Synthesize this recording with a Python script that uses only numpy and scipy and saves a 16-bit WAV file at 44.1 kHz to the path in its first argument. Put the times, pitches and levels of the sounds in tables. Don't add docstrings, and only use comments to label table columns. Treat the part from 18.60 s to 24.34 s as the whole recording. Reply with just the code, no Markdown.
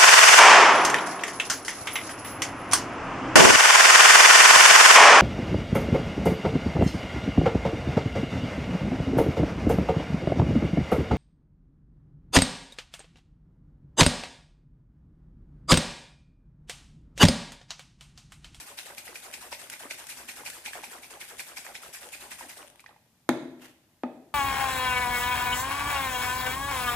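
import sys
import numpy as np
from scipy import signal
from scipy.fft import rfft, irfft, next_fast_len
from scipy.io import wavfile
from scipy.ndimage import uniform_filter1d

SR = 44100
rng = np.random.default_rng(int(sys.argv[2]) if len(sys.argv) > 2 else 0)


def put_to_file(sound):
    columns = np.atleast_2d(sound).T
    safe = np.clip(columns, -1, 1)
    whole_steps = np.round(safe * 32767)
    wavfile.write(sys.argv[1], SR, whole_steps.astype(np.int16))


N = 253132
T = np.arange(N) / SR


def undb(db):
    return 10 ** (np.asarray(db) / 20)


def at(points, hz):
    point_hz, value = np.transpose(points)
    return np.interp(np.log(hz + 1), np.log(point_hz), value)


def unit_power(gain):
    return gain / np.sqrt(np.mean(gain ** 2))


def colour(x, points):
    size = x.shape[-1]
    gain = undb(at(points, np.fft.rfftfreq(size, 1 / SR)))
    return irfft(rfft(x) * unit_power(gain), size)


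def low_pass(x, order, cutoff_hz):
    return signal.sosfilt(signal.butter(order, cutoff_hz, fs=SR, output="sos"), x)


def noise(size, apart_hz=1500):
    size_fast = next_fast_len(size, True)
    mid, side = rfft(rng.standard_normal((2, size_fast)))
    alike = 0.95 / (1 + (np.fft.rfftfreq(size_fast, 1 / SR) / apart_hz) ** 3)
    mid = mid * np.sqrt((1 + alike) / 2)
    side = side * np.sqrt((1 - alike) / 2)
    return irfft(np.array([mid + side, mid - side]), size_fast)


def grainy(points, grain_db, grain_samples=40):
    x = noise(N)
    drift = uniform_filter1d(rng.standard_normal(x.shape[1]), grain_samples)
    grains = undb(grain_db * np.sqrt(grain_samples) * drift)
    return colour(x * unit_power(grains), points)[:, :N]


def patchy(x, patchy_db, size=256):
    spectrum = signal.stft(x, nperseg=size)[2]
    field = rng.standard_normal(spectrum.shape[1:])
    field = uniform_filter1d(field, size=3, axis=0)
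    field = uniform_filter1d(field, size=4, axis=1)
    gain = undb(patchy_db * np.minimum(field / field.std(), 2))
    return signal.istft(spectrum * unit_power(gain), nperseg=size)[1][:, :N]


def add(out, s, sound):
    i = max(int(s * SR), 0)
    out[:, i:i + sound.shape[-1]] += sound[..., :N - i]


def swells(hits, levels_db, delay_s, rise_s, fall_s):
    power = np.zeros(N)
    for s, db in zip(hits, levels_db):
        start = s + delay_s
        near = slice(*np.searchsorted(T, [start, start + 1]))
        age = T[near] - start
        rise = np.sin(np.pi / 2 * np.minimum(age / rise_s, 1)) ** 2
        fall = np.exp(-np.maximum(age - rise_s, 0) / fall_s)
        power[near] += (undb(db) * rise * fall) ** 2
    return np.sqrt(power)


def bubble(hz, cycles, lag, size=1100):
    age = np.maximum(np.arange(size) / SR - np.array([[-lag], [lag]]) / 2, 0)
    turns = hz * age
    tone = np.sin(2 * np.pi * turns * (1 + 0.0016 * turns))
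    return tone * (1 - np.exp(-turns / 0.92)) * np.exp(-turns / cycles)


# (pitch_hz, relative level_db)
AIR_SPECTRUM = [(25, -18), (65, -2.5), (130, 2), (250, -2), (450, -17.5), (900, -19), (3000, -17),
                (14000, -18)]


def quiet_air():
    return undb(-66.5) * colour(noise(N), AIR_SPECTRUM)[:, :N]


# (pitch_hz, relative level_db)
ECHO_SPECTRUM = [(50, -14.5), (130, 3), (280, -6.5), (600, -1.5), (1200, -10), (2300, -3), (5000, -4),
                 (14000, -2.5)]
# (pitch_hz, t60_s)
ECHO_DECAY = [(100, 0.78), (300, 0.8), (1000, 0.63), (3000, 0.66), (10000, 0.55)]


def room(dry, size=40000):
    t, hz = np.arange(size) / SR, np.fft.rfftfreq(size, 1 / SR)
    spectrum = rfft(colour(noise(size), ECHO_SPECTRUM))
    tail = 0
    for k, (_, t60) in enumerate(ECHO_DECAY):
        share = at([(f, j == k) for j, (f, _) in enumerate(ECHO_DECAY)], hz)
        tail = tail + irfft(spectrum * share, size) * undb(-60 * t / t60)
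    onset = np.clip((t - 0.0025) / 0.0018, 0, 1)
    early_boost = 1 + np.exp(-t / 0.015)
    tail = tail * onset * early_boost
    return undb(-37.5) * signal.fftconvolve(dry, tail, axes=1)[:, :N]


# (pitch_hz, relative level_db)
SCRAPE_SPECTRUM = [(200, -14), (700, -2), (1200, -5.5), (1900, 0), (2300, -6.5), (2800, -1), (4000, -10.5),
                   (14000, -12)]
# (time_s, level_db)
SLIDE_COURSE = [(4.97, -75), (5.015, -55.5), (5.045, -49.5), (5.075, -57.5), (5.11, -59), (5.17, -87)]


def scrape():
    s, db = np.transpose(SLIDE_COURSE)
    level = undb(np.interp(T, s, db, left=-200, right=-200))
    return level * grainy(SCRAPE_SPECTRUM, grain_db=2.5, grain_samples=300)


# (time_s, pitch_hz, level_db)
SWAY_COURSE = [(4.72, 370, -48), (4.78, 368, -39), (4.815, 320, -37), (4.86, 265, -45), (4.95, 250, -53),
               (5.1, 248, -80)]


def sway():
    s, hz, db = np.transpose(SWAY_COURSE)
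    level = undb(np.interp(T, s, db, left=-200, right=-200))
    return level * np.sin(2 * np.pi * np.cumsum(np.interp(T, s, hz)) / SR)


# (pitch_hz, t60_s, edge-struck level_db, flat-struck level_db)
BOTTLE_MODES = [(137, 0.15, -44, -50), (252.8, 0.093, -15.5, -26), (291, 0.065, -17, -38),
                (694, 0.053, -34.5, -29), (767, 0.063, -30, -26), (820, 0.063, -17.5, -34.5),
                (880, 0.15, -40, -34.5), (1244, 0.058, -45.5, -24.5), (1874, 0.047, -24, -49),
                (2210, 0.075, -27, -65), (2576, 0.036, -43, -42.5)]
# (pitch_hz, relative level_db)
CRACK_SPECTRUM = [(150, -3.5), (500, 8.5), (1100, 3), (2200, 0.5), (2900, -16.5), (3600, -2.5), (5000, -17),
                  (7000, -10), (14000, -13.5)]
# (start_s, flatness 0-1, thump level_db, crack level_db, first contact cutoff_hz, rebound share 0-1)
KNOCK_EVENTS = [(4.6911, 0.17, -8, -13, 16000, 0.73), (5.435, 0.71, -19, -26, 3800, 0.36)]


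def knocks(size=8192, contacts=6):
    out, t = np.zeros((2, N)), np.arange(size) / SR
    for s, flat, thump_db, crack_db, contact_hz, rebound in KNOCK_EVENTS:
        ring = 0
        for hz, t60, edge_db, flat_db in BOTTLE_MODES:
            mode_db = edge_db + flat * (flat_db - edge_db)
            ring = ring + undb(mode_db - 60 * t / t60) * np.sin(2 * np.pi * hz * t)
        add(out, s, -ring * (1 - np.exp(-t / 0.0011)))
        for k in range(contacts):
            push_s = 0.00028 * np.sqrt(1 + k)
            thump = undb(thump_db) * (t / push_s) * np.exp(1 - t / push_s)
            crack = colour(noise(size), CRACK_SPECTRUM) * np.exp(-t / 0.0012)
            crack = crack * undb(crack_db) / (1 + k) ** 1.2
            contact = low_pass(thump + crack, 2, contact_hz / (1 + k) ** 0.6)
            add(out, s + k * 0.00288, rebound ** k * contact)
    return signal.sosfilt(signal.butter(4, 140, "high", fs=SR, output="sos"), out + sway())


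# (pitch_hz, relative level_db)
SPRAY_SPECTRUM = [(500, -54), (1500, 5.5), (2500, 3.5), (4000, -0.5), (5000, 1), (6500, 1), (9000, 4.5),
                  (12000, -0.5), (15000, -4)]
# (start_s, level_db)
LID_TICKS = [(0.382, -36.5), (0.738, -37.5), (1.099, -33), (1.4683, -36.5), (1.9, -33), (2.802, -32),
             (3.329, -56), (4.203, -48)]


def ticks(size=1024):
    out = np.zeros((2, N))
    fade = np.exp(-np.arange(size) / SR / 0.0062)
    for s, db in LID_TICKS:
        add(out, s, undb(db) * colour(noise(size), SPRAY_SPECTRUM) * fade)
    return out


# (time_s, level_db)
ARM_EFFORT = [(0, -1), (2.2, 1.5), (2.55, -2), (3.1, -0.5), (3.85, 0.5), (4.05, -4), (4.15, -9),
              (4.27, -23.5), (4.5, -30)]
SPATTER_COUNT = 260
SPATTER_DB, SPATTER_RANGE_DB = -31, 17
SPATTER_PER_EFFORT = 0.9


def spatter():
    out = np.zeros((2, N))
    for place, size, side in rng.random((SPATTER_COUNT, 3)):
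        s = place * ARM_EFFORT[-1][0]
        effort_db = np.interp(s, *np.transpose(ARM_EFFORT))
        db = SPATTER_DB + SPATTER_PER_EFFORT * effort_db - SPATTER_RANGE_DB * np.sqrt(size)
        add(out, s, undb(db) * np.sqrt([[side], [1 - side]]))
    t = np.arange(256) / SR
    splat = rng.standard_normal((2, len(t))) * np.exp(-t / 0.0011)
    return colour(signal.fftconvolve(out, splat, axes=1)[:, :N], SPRAY_SPECTRUM)


# (hit_s, spray level_db, splash level_db, air pocket level_db, gurgle level_db)
SHAKE_HITS = [(-.005, -40, -38.5, -39, -49.5), (0.186, -40.5, -39, -42, -46),
              (0.3809, -42, -50, -24.5, -47), (.557, -42, -47, -20.5, -47), (.739, -41, -42.5, -17, -47.5),
              (.924, -40, -36, -25, -50), (1.125, -42, -39.5, -35, -43), (1.310, -40, -36, -17.5, -47.5),
              (1.498, -38, -41.5, -37, -49), (1.691, -40, -39, -21, -45.5), (1.863, -37.5, -37, -22, -50.5),
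              (2.061, -38.5, -35, -21, -42), (2.241, -41.5, -44, -21, -44.5), (2.434, -45.5, -46, -29, -47),
              (2.613, -41, -43.5, -26.5, -47.5), (2.795, -40, -41, -19.5, -49.5),
              (2.974, -41, -37, -22.5, -44.5), (3.153, -44, -41, -25, -49.5),
              (3.343, -39.5, -46.5, -48, -48), (3.534, -40.5, -42.5, -43, -47),
              (3.716, -41.5, -40, -49, -44.5), (3.898, -42.5, -44.5, -36, -47),
              (4.1953, -67, -61.5, -34, -56.5)]
# (start_s, level_db, pitch_hz)
LONE_GLUGS = [(.4796, -27.5, 1980), (2.079, -31, 810), (2.133, -24, 1690), (2.1535, -32, 694),
              (2.235, -27, 850), (3.065, -25, 1840), (3.233, -31, 1320), (3.809, -28, 920),
              (4.241, -38, 1090), (4.2617, -29, 1873), (4.292, -39.5, 843), (4.362, -43.5, 847)]
# (pitch_hz, relative level_db)
SPLASH_SPECTRUM = [(60, -18.5), (150, -19), (300, -9), (500, -10.5), (850, 1.5), (1150, -8.5), (1700, -3.5),
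                   (2350, 8.5), (2900, -3), (3800, -3), (6000, -4.5), (12000, -42)]
POCKET_HZ, POCKET_SPREAD_OCT = 2306, 0.044
SPLAT_DB, SPLAT_FALL_S = -19.5, 0.0055


def pockets(size=1100):
    out, t = np.zeros((2, N)), np.arange(size) / SR
    bursts = [(s, db, POCKET_HZ * 2 ** (POCKET_SPREAD_OCT * rng.standard_normal()))
              for s, _, _, db, _ in SHAKE_HITS]
    for s, db, hz in bursts + list(LONE_GLUGS):
        splat = colour(noise(size), SPLASH_SPECTRUM)[:, :size]
        splat = undb(SPLAT_DB) * splat * np.exp(-t / SPLAT_FALL_S)
        ring = undb(-0.5) * bubble(hz, cycles=2.62, lag=7e-5, size=size)
        add(out, s, undb(db) * (ring + splat))
    return out


GURGLE_DELAY_S, GURGLE_SPREAD_S = 0.110, 0.019
GURGLE_HZ, GURGLE_SPREAD_OCT = 1019, 0.824
GURGLE_SINK_OCT = 0.22
GURGLE_AT_DB, GURGLE_OCT_PER_DB = -47, -0.0055
BUBBLE_SCATTER_DB, BUBBLE_DB_PER_OCT = 8.5, 3.5
CLOUD_CREST_DB = 23


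def gurgles(count=140):
    out = np.zeros((2, N))
    for s, _, _, _, db in SHAKE_HITS:
        when, pitch, size, lag = rng.standard_normal((count, 4)).T
        when = np.clip(when, -2, 2)
        octaves = GURGLE_SPREAD_OCT * np.clip(pitch, -2, 2) - GURGLE_SINK_OCT * when
        octaves = octaves + GURGLE_OCT_PER_DB * (db - GURGLE_AT_DB)
        hz = GURGLE_HZ * 2 ** octaves
        gain = undb(BUBBLE_SCATTER_DB * np.minimum(size, 1.5) + BUBBLE_DB_PER_OCT * octaves)
        gain = gain * undb(db + CLOUD_CREST_DB) / np.linalg.norm(gain)
        start = s + GURGLE_DELAY_S + GURGLE_SPREAD_S * when
        for k in range(count):
            add(out, start[k], gain[k] * bubble(hz[k], cycles=2.21, lag=5e-5 + 0.00019 * lag[k]))
    return out


# (pitch_hz, relative level_db)
WASH_SPECTRUM = [(30, -17), (60, 8.5), (140, -5.5), (280, 6), (500, 2), (850, 7), (1400, -1.5),
                 (2300, -1.5), (4000, -9), (9000, -30)]
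BACK_SPRAY_DB, WASH_DB = -44, -59.5
WASH_PER_EFFORT = 0.49


def spray_and_splash():
    hits, spray_db, splash_db, _, _ = np.transpose(SHAKE_HITS)
    effort_db = np.interp(T, *np.transpose(ARM_EFFORT))
    back_db = np.full(len(hits), BACK_SPRAY_DB)
    throw_spray = swells(hits, spray_db, delay_s=-0.023, rise_s=0.025, fall_s=0.04)
    back_spray = undb(effort_db) * swells(hits, back_db, delay_s=0.056, rise_s=0.022, fall_s=0.068)
    spray = np.hypot(throw_spray, back_spray)
    splash = swells(hits, splash_db, delay_s=-0.013, rise_s=0.018, fall_s=0.018)
    wash = undb(WASH_DB + WASH_PER_EFFORT * effort_db)
    return (spray * patchy(grainy(SPRAY_SPECTRUM, grain_db=0.5), patchy_db=3.0)
            + splash * patchy(grainy(SPLASH_SPECTRUM, grain_db=3.5), patchy_db=6)
            + wash * patchy(grainy(WASH_SPECTRUM, grain_db=3.5), patchy_db=3.5))


SHAKING_SEND_DB, STANDING_SEND_HZ = -3.5, 6500


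def scene():
    shaking = spray_and_splash() + gurgles() + pockets() + ticks() + spatter()
    setting_down = knocks() + scrape()
    shaded = low_pass(setting_down, 1, STANDING_SEND_HZ)
    echo = room(undb(SHAKING_SEND_DB) * shaking + shaded)
    return shaking + setting_down + echo + quiet_air()


# (pitch_hz, left minus right level_db)
PORT_TILT = [(100, 0.5), (380, 3), (700, 1.5), (1290, -4), (2300, -5.5), (3200, 3), (4400, 3.5),
             (8000, 6.5), (14000, -3)]
TOP_HZ = 14300


def record(dry):
    size = next_fast_len(N, True)
    tilt_db = at(PORT_TILT, np.fft.rfftfreq(size, 1 / SR))
    gains = undb(np.array([tilt_db, -tilt_db]) / 2)
    gains = gains / np.sqrt(np.mean(gains ** 2, axis=0))
    heard = irfft(rfft(dry, size) * gains, size)[:, :N]
    return signal.sosfilt(signal.ellip(10, 0.2, 70, TOP_HZ, fs=SR, output="sos"), heard)


dry = scene()
out = record(dry)
put_to_file(out)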